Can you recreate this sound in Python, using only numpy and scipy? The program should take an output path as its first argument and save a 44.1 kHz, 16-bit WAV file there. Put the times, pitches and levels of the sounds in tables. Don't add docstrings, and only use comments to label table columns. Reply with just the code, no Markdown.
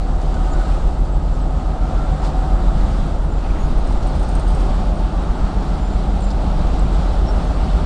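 import sys
import numpy as np
from scipy import signal
from scipy.fft import rfft, irfft, next_fast_len
from scipy.io import wavfile
from scipy.ndimage import uniform_filter1d, map_coordinates

SR = 44100
rng = np.random.default_rng(int(sys.argv[2]) if len(sys.argv) > 2 else 0)


def dump(signal):
    limited = np.clip(np.atleast_2d(signal).T, -1, 1)
    pcm = np.round(limited * 32767).astype(np.int16)
    wavfile.write(sys.argv[1], SR, pcm)


def voltage_ratio(level):
    return 10 ** (np.asarray(level, float) / 20)


N = 346185
TIME = np.arange(N) / SR

# time_s, speed_turns_per_s, firing_tone_db
FRONT_SHAFT = [(0.0, 6.5448, -18.6), (0.71, 6.5495, -17.9), (1.43, 6.5542, -19.7), (2.14, 6.5581, -20.8),
               (2.85, 6.5601, -17.8), (3.57, 6.5591, -19.4), (4.28, 6.5537, -20.1), (5.0, 6.5434, -19.1),
               (5.71, 6.529, -22.5), (6.42, 6.5126, -21.2), (7.14, 6.4955, -21.2), (7.85, 6.4785, -21.8)]


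def unit(x):
    return x / np.sqrt(np.mean(x ** 2) + 1e-20)


def curves(rows):
    s, *columns = np.transpose(rows)
    return [np.interp(TIME, s, column) for column in columns]


def wobble(rate):
    coarse = TIME[::64]
    knots = rng.standard_normal(int(N * rate / SR) + 4)
    return np.interp(TIME, coarse, map_coordinates(knots, [coarse * rate]))


def filtered(x, response):
    m = next_fast_len(len(x) + 8192)
    return irfft(rfft(x, m) * response(np.fft.rfftfreq(m, 1 / SR)), m)[:len(x)]


def peak(hz, width_hz):
    return lambda f: 1j * f * width_hz / (hz * hz - f * f + 1j * f * width_hz)


def rush(spectrum, patchy_db):
    z = signal.stft(rng.standard_normal(N + 512), nperseg=512)[2]
    patches = uniform_filter1d(rng.standard_normal(z.shape), size=8, axis=0)
    patches = uniform_filter1d(patches, size=8, axis=1)
    noise = signal.istft(z * voltage_ratio(patchy_db * unit(patches)), nperseg=512)[1][:N]
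    f, level_db = np.transpose(spectrum)
    log_f = np.log(f + 1)
    return unit(filtered(noise, lambda hz: voltage_ratio(np.interp(np.log(hz + 1), log_f, level_db, right=-120))))


def passing(s, width):
    return np.exp(-((TIME - s) / width) ** 2)


def swells(rows):
    coarse = TIME[::64]
    total_db = sum(db * np.exp(-((coarse - s) / width) ** 2) for s, width, db in rows)
    return np.interp(TIME, coarse, total_db)


def nearness(db, share, drift_db):
    # time_s, nearness_db
    bogies = [(0.0, -40), (0.28, -38.5), (0.5, -37), (0.65, -36), (1.05, -40), (1.49, -40), (2.12, -37.5),
              (3.04, -37.5), (3.28, -39.5), (3.67, -38), (3.96, -37.5), (4.66, -35.5), (4.98, -38),
              (6.21, -38), (6.67, -36), (7.85, -35.5)]
    near_db, = curves(bogies)
    return voltage_ratio(db + share * (near_db - near_db.mean()) + drift_db * (TIME - TIME.mean()))


def wind():
    # time_s, peak_db
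    gusts = [(.55, -26), (.95, -22.5), (1.53, -29.5), (2.05, -25), (2.75, -23.5), (3.1, -22.5),
             (3.68, -18.5), (4.0, -22.5), (4.7, -25.5), (5.3, -23), (5.9, -27.5), (6.3, -27.5), (6.67, -22),
             (7.35, -25), (7.85, -28)]
    # frequency_hz, density_db
    spectrum = [(3, -13), (8, 4), (13, 2.5), (20, 9.5), (30, 3), (45, -10.5), (100, -120)]
    rise_db_per_s, fall_db_per_s, calm_db = 43, 41, -31.5
    each_db = []
    for s, db in gusts:
        drop_db = np.maximum(rise_db_per_s * (s - TIME), fall_db_per_s * (TIME - s))
        each_db.append(db - drop_db)
    level_db = np.maximum(np.max(each_db, axis=0), calm_db)
    return voltage_ratio(level_db + 2.0 + 1.5 * wobble(3.27)) * rush(spectrum, patchy_db=1.0)


def hiss(shake):
    # time_s, half_width_s, swell_db
    gaps = [
        (1.2, .12, -1.3),
        (2.256, .03, 4),
        (2.62, .1, -1),
        (2.9, .1, 1),
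        (3.22, .07, -1.8),
        (3.5, .06, 1),
        (5.65, .12, 1),
        (5.85, .08, -1.4),
        (7.2, .1, -1),
    ]
    # frequency_hz, density_db
    fan_spectrum = [(900, -120), (1600, -5), (2000, -1), (2500, -0.5), (3700, 0), (4600, -2.5), (5600, -8),
                    (6500, -23.5), (9000, -120)]
    # frequency_hz, density_db
    wheel_spectrum = [(3500, -120), (5600, -3), (6500, -3), (7500, -3.5), (8700, -4.5), (9500, -9.5),
                      (10400, -15.5), (11100, -13)]
    flutter = voltage_ratio(.3 * shake + .55 * wobble(18) + swells(gaps))
    fans = nearness(-46, share=1.0, drift_db=0.28) * flutter * rush(fan_spectrum, patchy_db=0.7)
    wheels = nearness(-55, share=1, drift_db=-.05) * flutter * rush(wheel_spectrum, patchy_db=1.0)
    return fans + wheels


def rims():
    ring = unit(filtered(rng.standard_normal(N), lambda f: peak(7530, 1100)(f) ** 2))
    return nearness(-64, share=.9, drift_db=-.7) * voltage_ratio(1.5 * wobble(4.2)) * ring


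def chirp(length, hz, width):
    t = np.arange(int(length * SR) + 64) / SR
    waver = unit(uniform_filter1d(rng.standard_normal(SR // 4), size=150))[:len(t)]
    pitch = hz + width * waver * .28
    chatter = 1 + 0.44 * np.sin(2 * np.pi * (rng.uniform(38, 66) * t + rng.random()))
    shape = np.abs(np.sin(np.pi * t / t[-1])) ** 0.52 * chatter
    return shape * np.sin(2 * np.pi * np.cumsum(pitch) / SR)


def squeaks():
    # start_s, length_s, pitch_hz, level_db
    near = [(.21, .022, 7550, -55), (.218, 0.022, 8750, -59), (.675, .015, 8000, -57),
            (.335, 0.052, 1480, -41), (.42, 0.1, 1470, -49), (.525, 0.056, 1473, -36.5),
            (.59, 0.055, 1476, -37), (.516, 0.033, 7030, -45.5), (1.12, .031, 7690, -53),
            (1.335, .022, 7420, -52), (1.412, .02, 7860, -53), (1.76, 0.16, 1362, -42),
            (1.949, 0.12, 1358, -36.5), (3.308, .035, 7210, -52), (3.355, .035, 7120, -59),
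            (3.13, .07, 7080, -61), (3.575, 0.1, 6720, -51), (3.69, .04, 6650, -61),
            (3.585, 0.14, 10380, -63), (3.86, .08, 8600, -59), (4.2, .05, 8600, -59),
            (4.285, .075, 8650, -59), (4.47, .05, 8510, -56), (4.94, .1, 8680, -60),
            (5.345, .04, 7700, -55), (5.78, 0.14, 7200, -53), (5.91, .055, 7190, -54),
            (6.1, .06, 7040, -58.5), (6.207, 0.068, 7300, -47), (6.276, .018, 7350, -48),
            (6.205, .05, 7950, -61), (6.8, .09, 7120, -61), (6.3, .045, 7300, -55), (6.93, .04, 3830, -50),
            (7.07, .07, 3950, -50), (7.47, .1, 7300, -59), (7.68, .04, 7300, -60),
            (7.268, 0.045, 5490, -40.5), (7.43, .06, 6350, -57)]
    far = rng.uniform((0, .012, 6199.0, -70.0), (N / SR, .06, 9000, -61), size=(75, 4))
    out = np.zeros(N + SR)
    for s, length, hz, db in [*near, *far]:
        squeak = chirp(length, hz, width=.019 * hz)
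        out[round(s * SR):][:len(squeak)] += voltage_ratio(db + 0.5) * squeak
    return out[:N]


def knock(t, hz, length, crack_share):
    noise = rng.standard_normal((2, len(t)))
    crack = unit(filtered(noise[0], lambda f: peak(4600, 7000)(f) ** 3.3 + .4 * peak(4200, 700)(f)))
    rough = unit(filtered(noise[1], lambda f: peak(hz, min(800, .4 * hz))(f) ** 2))
    tone = (length < .1) * np.sin(2 * np.pi * hz * t)
    ring = 0.55 * tone + 0.82 * rough
    decay = voltage_ratio(-24 * t / length) * (1 - np.exp(-t / 0.0008))
    return decay * (crack_share * crack + (1 - crack_share) * ring)


def ticks():
    # time_s, peak_db, ring_hz, length_s, crack_share
    clanks = [(2.226, -27, 1250, .03, .1), (2.229, -21, 930, 0.05, 0), (2.234, -23, 790, .04, 0),
              (2.29, -28, 900, .03, 0.04), (2.252, -23, 730, 0.054, 0.07), (2.42, -33, 815, .2, 0),
              (2.8, -39, 1800, 0.28, 0.13), (3.443, -34, 2500, .025, .2), (3.463, -38, 2100, .03, .1),
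              (3.503, -34, 2300, .025, .2), (3.548, -36, 2300, .02, .1), (3.558, -31, 1800, .025, 0),
              (3.584, -37, 2000, .02, .1), (3.598, -37, 1800, .02, 0), (6.303, -29, 4600, 0.016, 0.4),
              (6.306, -30, 3600, .022, .2), (6.312, -30, 4900, 0.013, 0.35)]
    # time_s, peak_db, ring_hz, length_s
    knocks = [(0.214, -36, 7500, 0.022), (0.341, -34.5, 7500, 0.02), (0.534, -38, 5500, .02),
              (2.235, -41, 5600, 0.05), (2.246, -36, 6500, .04), (2.257, -38, 5200, 0.037),
              (2.27, -38.5, 4300, .04), (2.3, -40.5, 2900, .02), (3.14, -43, 5000, .02),
              (3.214, -46, 4450, 0.018), (4.604, -36, 6500, .02), (4.026, -35, 4180, 0.028),
              (6.926, -39, 3800, 0.073)]
    # time_s, peak_db, ring_hz
    chinks = [(6.206, -33, 8350), (6.221, -30.5, 8350), (6.243, -34, 8350), (6.29, -43, 7900),
              (6.793, -30.5, 7770), (6.93, -38, 8150), (6.945, -37, 7900), (6.968, -38, 8100)]
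    # time_s, peak_db
    rattle = [(3.78, -39), (3.87, -36.5), (3.922, -38), (4.07, -34), (4.152, -35.5), (4.195, -36),
              (4.228, -35.5), (4.288, -33), (4.35, -31), (4.396, -32), (4.478, -34), (4.503, -37),
              (4.516, -39), (4.547, -32.5), (4.596, -37)]
    blows = [*clanks]
    blows += [(*row, .7) for row in knocks]
    blows += [(s, db, hz, 0.0093, .18) for s, db, hz in chinks]
    blows += [(s, db, 8560, 0.025, 0.45) for s, db in rattle]
    out, t = np.zeros(N + SR), np.arange(SR // 5) / SR
    for s, db, hz, length, crack_share in blows:
        out[round(s * SR):][:len(t)] += voltage_ratio(db - 4.0) * knock(t, hz, length, crack_share)
    return out[:N]


def panels():
    # resonance_hz, width_hz, level_db
    modes = [
        (612, 55, -43.5),
        (752.7, 47, -43),
        (871.6, 35, -45.5),
    ]
    arrival = .5 + .5 * np.tanh((TIME - 3.6) / .9)
    strands = 0
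    for hz, width, db in modes:
        ring = unit(filtered(rng.standard_normal(N), lambda f: peak(hz, width)(f) ** 2))
        strands = strands + voltage_ratio(db + .7 * wobble(5)) * ring
    return arrival * nearness(0.1, share=0.67, drift_db=.1) * strands


def frame_rumble():
    # frequency_hz, density_db
    spectrum = [(25, -120), (45, -0.5), (70, 0), (115, -8), (150, -3.5), (200, -7), (260, -15), (450, -120)]
    # time_s, half_width_s, swell_db
    beams = [
        (2.85, 0.25, 3.7),
        (4.0, .3, 1.4),
        (4.7, 0.27, 1.2),
    ]
    near = nearness(-26.5, share=0.76, drift_db=0.35)
    return near * voltage_ratio(swells(beams) - 2.0) * rush(spectrum, patchy_db=1.6)


def casing_roar():
    # frequency_hz, density_db
    spectrum = [(120, -120), (210, -3.5), (260, 0), (330, -2.5), (470, -7.5), (640, -4.5), (760, -5),
                (880, -7), (1000, -14.5), (1300, -40.5), (2000, -120)]
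    return nearness(-30, share=0.67, drift_db=0.067) * rush(spectrum, patchy_db=0.2)


def gear_noise(shake):
    # frequency_hz, density_db
    spectrum = [(600, -120), (900, -5.5), (1050, -1), (1280, 0.5), (1480, -5), (1750, -12.5), (2100, -17.5),
                (3500, -120)]
    # time_s, half_width_s, swell_db
    gearboxes = [
        (2.5, .6, 1.4),
        (3.5, 0.22, 1.5),
        (5.5, .3, 2.5),
    ]
    near = nearness(-39.5, share=1.15, drift_db=-0.091)
    return near * voltage_ratio(0.2 * shake + swells(gearboxes)) * rush(spectrum, patchy_db=0.43)


def machine_tone(phase, level_db, wander):
    return np.sqrt(2) * voltage_ratio(level_db + .5 * wobble(6) - 1.0) * np.cos(phase + wander * wobble(7))


def front_angle():
    return 2 * np.pi * np.cumsum(curves(FRONT_SHAFT)[0]) / SR


def blowers():
    # shaft_ratio, level_db, wander_rad
    tones = [
        (30.6, 0, .4),
        (61.5, -18, .9),
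    ]
    # time_s, half_width_s, swell_db
    grilles = [
        (.7, 0.28, 3),
        (2.6, 0.55, 10.5),
        (3.6, 0.37, 5),
        (4.8, .4, 8.5),
        (6.1, 0.92, 15),
    ]
    level_db = -46 + swells(grilles)
    return sum(machine_tone(ratio * front_angle(), db + level_db, wander) for ratio, db, wander in tones)


def gear_whine():
    tones = [(46, .6), (51.8, .9), (61.6, .6), (80, .15), (99.25, .2), (113.3, .35), (115.3, .3),
             (123, 1.6), (192.8, .8)]
    levels = [-56, -56, -60, -54, -54.5, -54, -53.5, -55, -59]
    # time_s, half_width_s, swell_db
    louvres = [
        [(2.3, .15, 13), (2.85, .17, 17), (3.5, .12, 15), (4.05, .25, 13), (5.5, .12, 13), (6.4, .25, 14),
         (7.1, .15, 13)],
        [(.6, .22, 15), (1.9, .12, 11), (2.7, .25, 11), (7.05, .25, 14)],
        [(6.75, .3, 16), (7.3, .3, 18), (7.8, .2, 14)],
        [(.6, 1.3, 8), (1.5, .4, 5), (2.05, .12, 7), (2.7, .45, 11), (4.1, .35, 13)],
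        [(.5, .3, 9), (2.0, 1.2, 12.5)],
        [(.6, .5, 13), (1.65, .4, 14), (2.4, .45, 16), (4.6, .25, 12), (5.6, .4, 12)],
        [(.3, .7, 14), (1.7, .4, 15), (2.45, .4, 19.5), (4.1, .15, 11), (4.65, .2, 13)],
        [(2.3, .6, 6)],
        [(.55, .4, 14), (1.5, .55, 12), (2.55, .17, 14), (3.75, .15, 12)],
    ]
    out = 0
    for (ratio, wander), db, beams in zip(tones, levels, louvres):
        out = out + machine_tone(ratio * front_angle(), db + swells(beams), wander)
    return out


def compressor():
    # frequency_hz, level_db, abeam_swell_db
    tones = [
        (75.5, -31.5, 1.5),
        (151, -38.5, 5.5),
    ]
    abeam = passing(2.3, 0.6)
    return sum(machine_tone(2 * np.pi * hz * TIME, db + swell * abeam, .3) for hz, db, swell in tones)


def engine(shaft, orders, orders_db, crank, abeam, drift_db, fades):
    firing_order = 6
    speed, firing_db = curves(shaft)
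    slow = slice(None, None, 15)
    angle = 2 * np.pi * (crank + np.cumsum(speed) / SR)[slow]
    out = voltage_ratio((firing_db + swells(fades))[slow]) * np.cos(firing_order * angle)
    swell_db = 2.3 * passing(abeam, 0.71)[slow]
    for order, db, per_s in zip(orders, orders_db, drift_db):
        level_db = db + per_s * (TIME - TIME.mean())[slow]
        level_db = level_db + (order > 11) * swell_db + 1.3 * wobble(2.435)[slow]
        lag = 1.1 * (order > firing_order) + rng.uniform(-0.57, 0.66) + 0.23 * wobble(3.02)[slow]
        out += voltage_ratio(level_db - 0.8) * np.cos(order * angle + lag)
    return np.sqrt(2) * signal.resample_poly(out, 15, 1, padtype="line")[:N]


def rear_engine():
    # time_s, speed_turns_per_s, firing_tone_db
    shaft = [(0.0, 7.7521, -24.1), (0.71, 7.7522, -20.9), (1.43, 7.7524, -21.1), (2.14, 7.7526, -19.5),
             (2.85, 7.7531, -21.1), (3.57, 7.7537, -22.6), (4.28, 7.754, -21.0), (5.0, 7.7539, -20.0),
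             (5.71, 7.7534, -22.4), (6.42, 7.7525, -21.2), (7.14, 7.7515, -17.8), (7.85, 7.7504, -16.9)]
    orders = [2, 3, 4, 7, 8, 9, 12, 13, 14, 15, 16, 18, 20, 22, 23, 24, 25, 26, 27]
    orders_db = [-44.5, -38.5, -40.5, -37, -30, -35, -48, -47, -41.5, -44, -50, -49.5, -50.5, -40, -42,
                 -48.5, -48.5, -46.5, -49]
    drift_db = [0.5, 0.2, 0.3, 3, 1.2, 0.4, 1.3, 1.6, 0.57, 0.89, 0.73, .7, 1.7, .95, 1.5, 0.61, 1.5, 0.61,
                0.4]
    # time_s, half_width_s, swell_db
    fades = [
        (.2, .3, -6),
        (.75, .2, 0),
        (2.6, 0.22, 1.5),
        (3.1, 0.14, -6.5),
        (4.05, 0.18, 0.5),
        (4.5, .12, 3),
        (6.05, .22, 2.5),
        (6.85, 0.15, 3),
        (7.5, 0.087, -2),
    ]
    return engine(shaft, orders, orders_db, crank=.7653, abeam=7.0, drift_db=drift_db, fades=fades)


def front_engine():
    orders = [3, 4, 5, 8, 9, 11, 12, 14, 15, 21, 22, 24, 25]
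    orders_db = [-38.5, -41, -32, -34.5, -37.5, -43, -48.5, -43, -42.5, -45, -39.5, -42.5, -49.5]
    drift_db = [-.55, -1, -1.3, -0.1, -2, -1.2, -.55, -0.41, -1.2, -1.2, -1.4, -.7, -0.52]
    # time_s, half_width_s, swell_db
    fades = [
        (.5, .15, 2),
        (1.7, .15, -3),
        (2.3, .12, -2),
        (2.65, 0.22, 3),
        (3.1, .13, -2),
        (4.55, 0.18, 3.5),
        (5.3, 0.16, -4.5),
        (6.7, .15, -2),
        (7.5, .12, -6),
    ]
    return engine(FRONT_SHAFT, orders, orders_db, crank=.3062, abeam=2.4, drift_db=drift_db, fades=fades)


def scene():
    shake = wobble(8)
    running_gear = hiss(shake) + rims() + squeaks() + ticks()
    bodies = panels() + frame_rumble() + casing_roar() + gear_noise(shake)
    machines = blowers() + gear_whine() + compressor()
    engines = rear_engine() + front_engine()
    return (wind() + running_gear + bodies + machines + engines)[None]


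def band_limit(x):
    return signal.sosfilt(signal.butter(12, 13900, fs=SR, output="sos"), x)


def record(dry):
    # frequency_hz, gain_db
    edge = [(10350, 0), (10700, -8.5), (11025, -17.5)]
    limit_hz = SR / 4
    narrow = filtered(dry[0], lambda hz: (hz < limit_hz) * voltage_ratio(np.interp(hz, *np.transpose(edge))))
    mirror = narrow * np.cos(np.pi * np.arange(N))
    leak = filtered(mirror, lambda hz: voltage_ratio(np.maximum(-5 - 5.3 * ((hz - limit_hz) / 1000) ** 2, -200)))
    return band_limit((narrow + leak)[None])


dry = scene()
out = record(dry)
dump(out)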